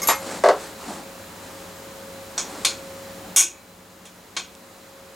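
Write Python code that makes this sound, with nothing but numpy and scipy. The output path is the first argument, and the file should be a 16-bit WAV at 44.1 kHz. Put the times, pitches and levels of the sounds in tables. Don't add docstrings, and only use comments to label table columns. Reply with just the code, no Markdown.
import sys
import numpy as np
from scipy import signal
from scipy.fft import rfft, irfft
from scipy.io import wavfile
from scipy.ndimage import uniform_filter1d

SR = 44100
rng = np.random.default_rng(int(sys.argv[2]) if len(sys.argv) > 2 else 0)


def persist_wave(psi):
    counts = np.round(np.clip(psi, -1, 1) * 32767).astype(np.int16)
    wavfile.write(sys.argv[1], SR, np.atleast_2d(counts).T)


N = 227458
T = np.arange(N) / SR
HZ = np.arange(N // 2 + 1) * SR / N

# freq_hz, relative_db
STEEL_CONTACT = [(1000, -4.5), (2500, -3), (5500, -6), (8000, -1), (12000, -5), (16000, -11)]
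# freq_hz, side_to_mid_db
ROOM_STEREO = [(150, -43), (600, -19), (1200, -15), (2000, -15.5), (4000, -13), (8000, -13), (12000, -20),
               (16000, -31)]


def from_db(db):
    return 10 ** (np.asarray(db) / 20)


def rms_one(x):
    return x / np.sqrt(np.mean(x ** 2) + 1e-20)


def blow_level(x):
    return x / np.sqrt(np.sum(x ** 2) / (SR / 50) + 1e-20)


def at_hz(points, hz):
    freq_hz, value = np.transpose(points)
    return np.interp(np.log(np.maximum(hz, 1)), np.log(freq_hz), value)


def wander(turns_per_s):
    return np.interp(T * turns_per_s, np.arange(N), rng.standard_normal(N))


def swells(rows, steepness=2.36):
    gain = 0
    for middle_s, length_s, level_db in rows:
        offset = np.abs(2 * (T - middle_s) / length_s)
        gain = gain + from_db(level_db) * .5 ** (offset ** steepness)
    return gain


def noise(gain, stereo):
    mid, side = rfft(rng.standard_normal((2, N))) * gain
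    side = side * from_db(at_hz(stereo, HZ))
    return rms_one(irfft([mid + side, mid - side], N))


def tone(hz, level_db, waver_db=3.0, waver_radians=0.31):
    amplitude = np.sqrt(2) * from_db(level_db + waver_db * wander(4.57))
    return amplitude * np.sin(2 * np.pi * hz * T + waver_radians * wander(5.7))


def contact(spectrum, colour=lambda hz: 0, size=4096):
    hz = np.arange(size // 2 + 1) * SR / size
    cepstrum = irfft(np.log(from_db(at_hz(spectrum, hz) + colour(hz))))
    causal = 2 * cepstrum[:size // 2]
    return blow_level(irfft(np.exp(rfft(causal, size))))


def ringing(modes, colour=lambda hz: 0, rise_s=0.00055):
    t = T[:SR // 2]
    turns = t * 90
    echo_share = 1 - np.exp(-t / .02)
    rise = 1 - np.exp(-t / rise_s)
    out = 0
    for hz, db, t60_s in modes:
        echo_points = rng.standard_normal(64) + 1j * rng.standard_normal(64)
        echoes = np.interp(turns, np.arange(64), echo_points)
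        wave = (1 + echo_share * echoes) * np.exp(2j * np.pi * (hz * t + rng.random()))
        envelope = np.exp(-np.log(1000) * t / t60_s) * rise
        out = out + from_db(db + colour(hz)) * blow_level(wave.real * envelope)
    return blow_level(out)


def play(hits, sound):
    out = np.zeros(N)
    for start_s, level_db in hits:
        start = max(round(start_s * SR), 0)
        out[start:start + len(sound)] += from_db(level_db) * sound[:N - start]
    return out


def room_response(direct_db=-17, lumpy_db=1.5):
    # freq_hz, t60_s
    decay = [(150, 0.27), (600, 0.19), (1500, 0.21), (4000, 0.23), (7000, 0.21), (11000, 0.17),
             (16000, 0.12)]
    t = T[:SR // 2]
    lumpy_noise = noise(1, ROOM_STEREO) * from_db(lumpy_db * wander(689))
    echoes = rfft(lumpy_noise[:, :len(t)])
    hz = np.linspace(0, SR / 2, echoes.shape[1])
    centres_hz = [freq_hz for freq_hz, t60_s in decay]
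    out = 0
    for (freq_hz, t60_s), only_this in zip(decay, np.eye(len(centres_hz))):
        band = irfft(echoes * np.interp(hz, centres_hz, only_this), len(t))
        out = out + band * np.exp(-np.log(1000) * t / t60_s)
    out = out / np.sqrt(np.sum(out ** 2) / 2)
    out[:, 0] += from_db(direct_db)
    return out


def in_room(crack, ring, ring_wet_db):
    sent = crack + from_db(ring_wet_db) * ring
    return ring + signal.fftconvolve([sent], room_response(), axes=1)[:, :N]


def struck(hits, spectrum, modes, crack_db, ring_db, ring_wet_db):
    crack = from_db(crack_db) * play(hits, contact(spectrum))
    ring = from_db(ring_db) * play(hits, ringing(modes))
    return in_room(crack, ring, ring_wet_db)


def lifted_tool():
    # start_s, level_db
    hits = [(.018, -27.5), (.0305, -23.5), (.041, -35.5)]
    # freq_hz, relative_db, t60_s
    modes = [(1160, -2.5, 0.14), (2150, -6, 0.099), (5090, -6, 0.11), (5570, -11, .1), (5660, -13, 0.088),
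             (6440, 2, 0.078), (7200, -8, 0.12), (9250, -13, .1), (10800, -17, .2), (11740, -2, 0.17),
             (12910, -14, .13)]
    return struck(hits, STEEL_CONTACT, modes, crack_db=-10.5, ring_db=-1.0, ring_wet_db=-18)


def bumped_tool():
    # start_s, level_db
    hits = [(.0725, -18), (.0855, -27)]
    # freq_hz, relative_db, t60_s
    modes = [(6280, -5, 0.2), (7140, -1, 0.26), (8543, -7.5, 0.24), (9800, -18, 0.4), (11380, 3, 0.2),
             (11600, -15, 0.17), (12330, -13, 0.23), (14050, -12, 0.18), (14800, -10, .17)]
    return struck(hits, STEEL_CONTACT, modes, crack_db=-9.5, ring_db=1.0, ring_wet_db=-18)


def dropping_tools():
    # start_s, level_db
    hits = [(.0855, -15), (.0995, -19.5)]
    # freq_hz, relative_db, t60_s
    modes = [(870, -4, 0.29), (919, 3.5, 0.091), (1090, 3, 0.14), (1157, 0, 0.17), (1286, -5, 0.16),
             (2110, 0, 0.26), (2440, -7.5, 0.17), (3810, -4.5, 0.071), (4506, -17, .16), (4900, -18, .17),
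             (5109, -18, .15)]
    # freq_hz, relative_db
    clack = [(100, -41), (200, -18), (550, -6.5), (900, 1), (1250, -3), (1700, -6), (2300, -6), (2900, -15),
             (4500, -14), (7000, -14.5), (10000, -25), (16000, -38)]
    return struck(hits, clack, modes, crack_db=-1, ring_db=-3, ring_wet_db=-14.5)


def rocking_tray():
    # start_s, level_db
    hits = [(.4378, -12.5), (.4598, -15), (.4875, -12)]
    # freq_hz, relative_db, t60_s
    modes = [(405.7, -1, 0.14), (458, -3.5, 0.18), (553, -4, 0.23), (588, -2, 0.12), (633, 5, 0.15),
             (679, -4.5, 0.155), (716, 1.5, 0.14), (775, -5, 0.19), (994, -14, 0.18), (1103, -4.5, 0.14),
             (1250, -20, 0.14), (1306, -10, 0.11), (1603, -7, 0.073), (1984, -10.5, 0.07)]
    # freq_hz, relative_db
    knock = [(100, -64), (250, -18.5), (400, -5.5), (650, -2), (900, -6), (1150, -8), (1600, -13),
             (2000, -19.5), (2350, -26), (4500, -28.5), (8000, -36.5), (11000, -44), (16000, -65)]
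    return struck(hits, knock, modes, crack_db=-2.0, ring_db=2, ring_wet_db=-28)


def snap(start_s, level_db, low_db, mid_db, edge_db, bright_hz,
         ring_db=-6, steep=5.1, body_db=7, body_width_hz=90):
    # freq_hz, relative_db
    crack_spectrum = [(120, -32), (330, -30), (700, -12.5), (1100, -14.5), (1800, -13), (2350, -8.5),
                      (2800, -16), (3400, -8.5), (4500, -9), (5700, -4), (6700, 1.5), (7600, -3),
                      (10300, -5), (16000, -6)]
    # freq_hz, relative_db, t60_s
    modes = [(346, -12.5, 0.49), (1100, -10.5, 0.24), (1514, -13, 0.23), (2310, -11, 0.066),
             (2300, -17.5, 0.74), (2530, -5, 0.35), (2800, -8, 0.26), (3160, -9, 0.24), (3350, -12.5, 0.4),
             (3616, -0.5, 0.08), (4150, -50, 0.063), (4350, -7.5, 0.055), (5130, -2, .16), (5685, -2, 0.24),
             (5780, 5, 0.18), (6300, -20, 0.25), (6500, 1, 0.23), (6920, -6, 0.34), (6820, 4, 0.25),
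             (7720, 6, 0.16), (8240, -8, 0.083), (8080, -11, 0.096), (8725, 8.5, 0.13), (9450, -21, 0.085),
             (10300, -8, .15), (10600, 2, 0.098), (11300, -10, .13)]

    def colour(hz):
        weight_db = at_hz([(1200, low_db), (2300, mid_db), (3500, mid_db), (4400, edge_db), (5800, 0)], hz)
        return weight_db - 10 * np.log10(1 + (hz / bright_hz) ** (2 * steep))

    def through_body(hz):
        nearest_hz = np.min([np.abs(hz - mode[0]) for mode in modes], axis=0)
        return colour(hz) + body_db / (1 + (nearest_hz / body_width_hz) ** 2)

    crack = play([(start_s, level_db)], contact(crack_spectrum, through_body))
    ring = play([(start_s, level_db + ring_db)], ringing(modes, colour))
    return in_room(crack, ring, ring_wet_db=-18)


def snaps_on_fitting():
    # start_s, level_db, low_knock_db, mid_clack_db, hard_edge_db, treble_end_hz
    rows = [(2.3785, -22.5, 7.5, -0.5, 1, 7400), (2.6488, -16.5, 8, 9, 13.5, 10700),
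            (3.362, 4, -1.5, -1, -9.5, 12100), (4.0531, -38, 7, 10.5, 2, 10800),
            (4.3661, -19, 14.5, 11, 10, 7800)]
    return sum(snap(*row) for row in rows)


def dry_edges():
    # start_s, level_db
    hits = [(.438, -37.5), (.4603, -41), (.4878, -35), (4.5517, -46)]
    # freq_hz, relative_db
    click = [(1000, -25), (3000, 5), (5000, 3.5), (8000, 6), (10500, -5), (13000, -19), (16000, -23)]
    return play(hits, contact(click))


def shirt_and_weight(grain_db=1.2, grains_per_s=250, body_rumble_db=-15.5):
    # middle_s, length_s, level_db
    rubs = [(.03, 0.21, -35), (.32, 0.19, -33.5), (.635, 0.13, -37.5), (.9, .19, -37.5), (1.55, 0.41, -47),
            (2.55, 0.33, -40), (2.95, 0.47, -50.5), (4.7, .3, -52.5)]
    # middle_s, length_s, level_db
    thumps = [(.35, 0.16, -43.5), (.905, 0.054, -35), (1.0, 0.11, -45), (2.54, 0.19, -46),
              (3.26, 0.18, -44.5)]
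    # freq_hz, relative_db
    cloth_spectrum = [(150, -25), (300, -3), (550, -3.5), (1100, -5.5), (1700, -8.5), (2800, -15.5),
                      (4500, -13.5), (6000, -16.5), (7500, -12), (10000, -20.5), (15000, -36)]
    # freq_hz, relative_db
    thump_spectrum = [(60, -31), (120, -23), (180, 4), (300, 3.5), (500, -15), (800, 3), (1500, -40),
                      (4000, -58)]
    motion = swells(rubs)
    catches = from_db(grain_db * wander(grains_per_s))
    rub = motion * catches * noise(from_db(at_hz(cloth_spectrum, HZ)), ROOM_STEREO)
    weight = swells(thumps) + from_db(body_rumble_db) * motion
    return rub + weight * noise(from_db(at_hz(thump_spectrum, HZ)), ROOM_STEREO)


def fan():
    # time_s, level_db
    level = [(0, -45.5), (1.6, -49.5), (2.3, -46), (3.2, -46.5), (4.2, -52), (4.95, -45)]
    return tone(543.6, np.interp(T, *np.transpose(level)))


def hum():
    # freq_hz, level_db
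    tones = [(100, -58.5), (181, -54.5), (440, -60), (15190, -72)]
    return sum(tone(hz, level_db) for hz, level_db in tones)


def air_and_hiss(air_db=-41):
    # freq_hz, relative_db
    air_spectrum = [(15, -45), (25, -22), (45, -7), (90, -6.5), (125, -12), (190, -1.5), (400, -5.5),
                    (600, -7), (1000, -7.5), (1700, -12), (2700, -16), (7200, -19.5), (11000, -22),
                    (15800, -23.5)]
    # centre_hz, width_hz, level_db
    hiss_bands = [(187, 91, -60), (4050, 48, -60.5), (7090, 1100, -58)]
    # freq_hz, side_to_mid_db
    far_stereo = [(40, -24), (150, -20), (500, -8), (1300, -6), (4000, -6), (8000, -9), (12000, -42),
                  (16000, -36)]
    out = from_db(air_db) * noise(from_db(at_hz(air_spectrum, HZ)), far_stereo)
    for centre_hz, width_hz, level_db in hiss_bands:
        band = 1 / (1 + (2 * (HZ - centre_hz) / width_hz) ** 2)
        out = out + from_db(level_db) * noise(band, far_stereo)
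    return out


def scene():
    tray_sounds = lifted_tool() + bumped_tool() + dropping_tools() + rocking_tray()
    handling = snaps_on_fitting() + dry_edges() + shirt_and_weight()
    background = fan() + hum() + air_and_hiss()
    balance_db = [[.2], [-.2]]
    return (tray_sounds + handling + background) * from_db(balance_db)


def gain_control(x, threshold_db=-12, sense_hz=3000, held_share=0.47, fast_db_per_s=400, slow_db_per_s=1.44):
    sense = signal.butter(2, sense_hz, "high", fs=SR, output="sos")
    treble = signal.sosfilt(sense, x.mean(axis=0))
    level_db = 10 * np.log10(np.maximum(uniform_filter1d(treble ** 2, size=160), 1e-12))
    over_db = np.maximum(level_db - threshold_db, 0)
    held_db = held_share * uniform_filter1d(over_db, size=600)
    fast_db = np.maximum.accumulate(over_db + fast_db_per_s * T) - fast_db_per_s * T
    slow_db = np.maximum.accumulate(held_db + slow_db_per_s * T) - slow_db_per_s * T
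    return x * from_db(-np.maximum(fast_db, slow_db))


def record(dry, low_cut_hz=32, top_cut_hz=15900):
    low_cut = signal.butter(2, low_cut_hz, "high", fs=SR, output="sos")
    held = gain_control(signal.sosfilt(low_cut, dry))
    rounded = held / (1 + held ** 6) ** (1 / 6)
    top_cut = signal.ellip(10, .1, 90, top_cut_hz, fs=SR, output="sos")
    return signal.sosfilt(top_cut, rounded)


dry = scene()
out = record(dry)
persist_wave(out)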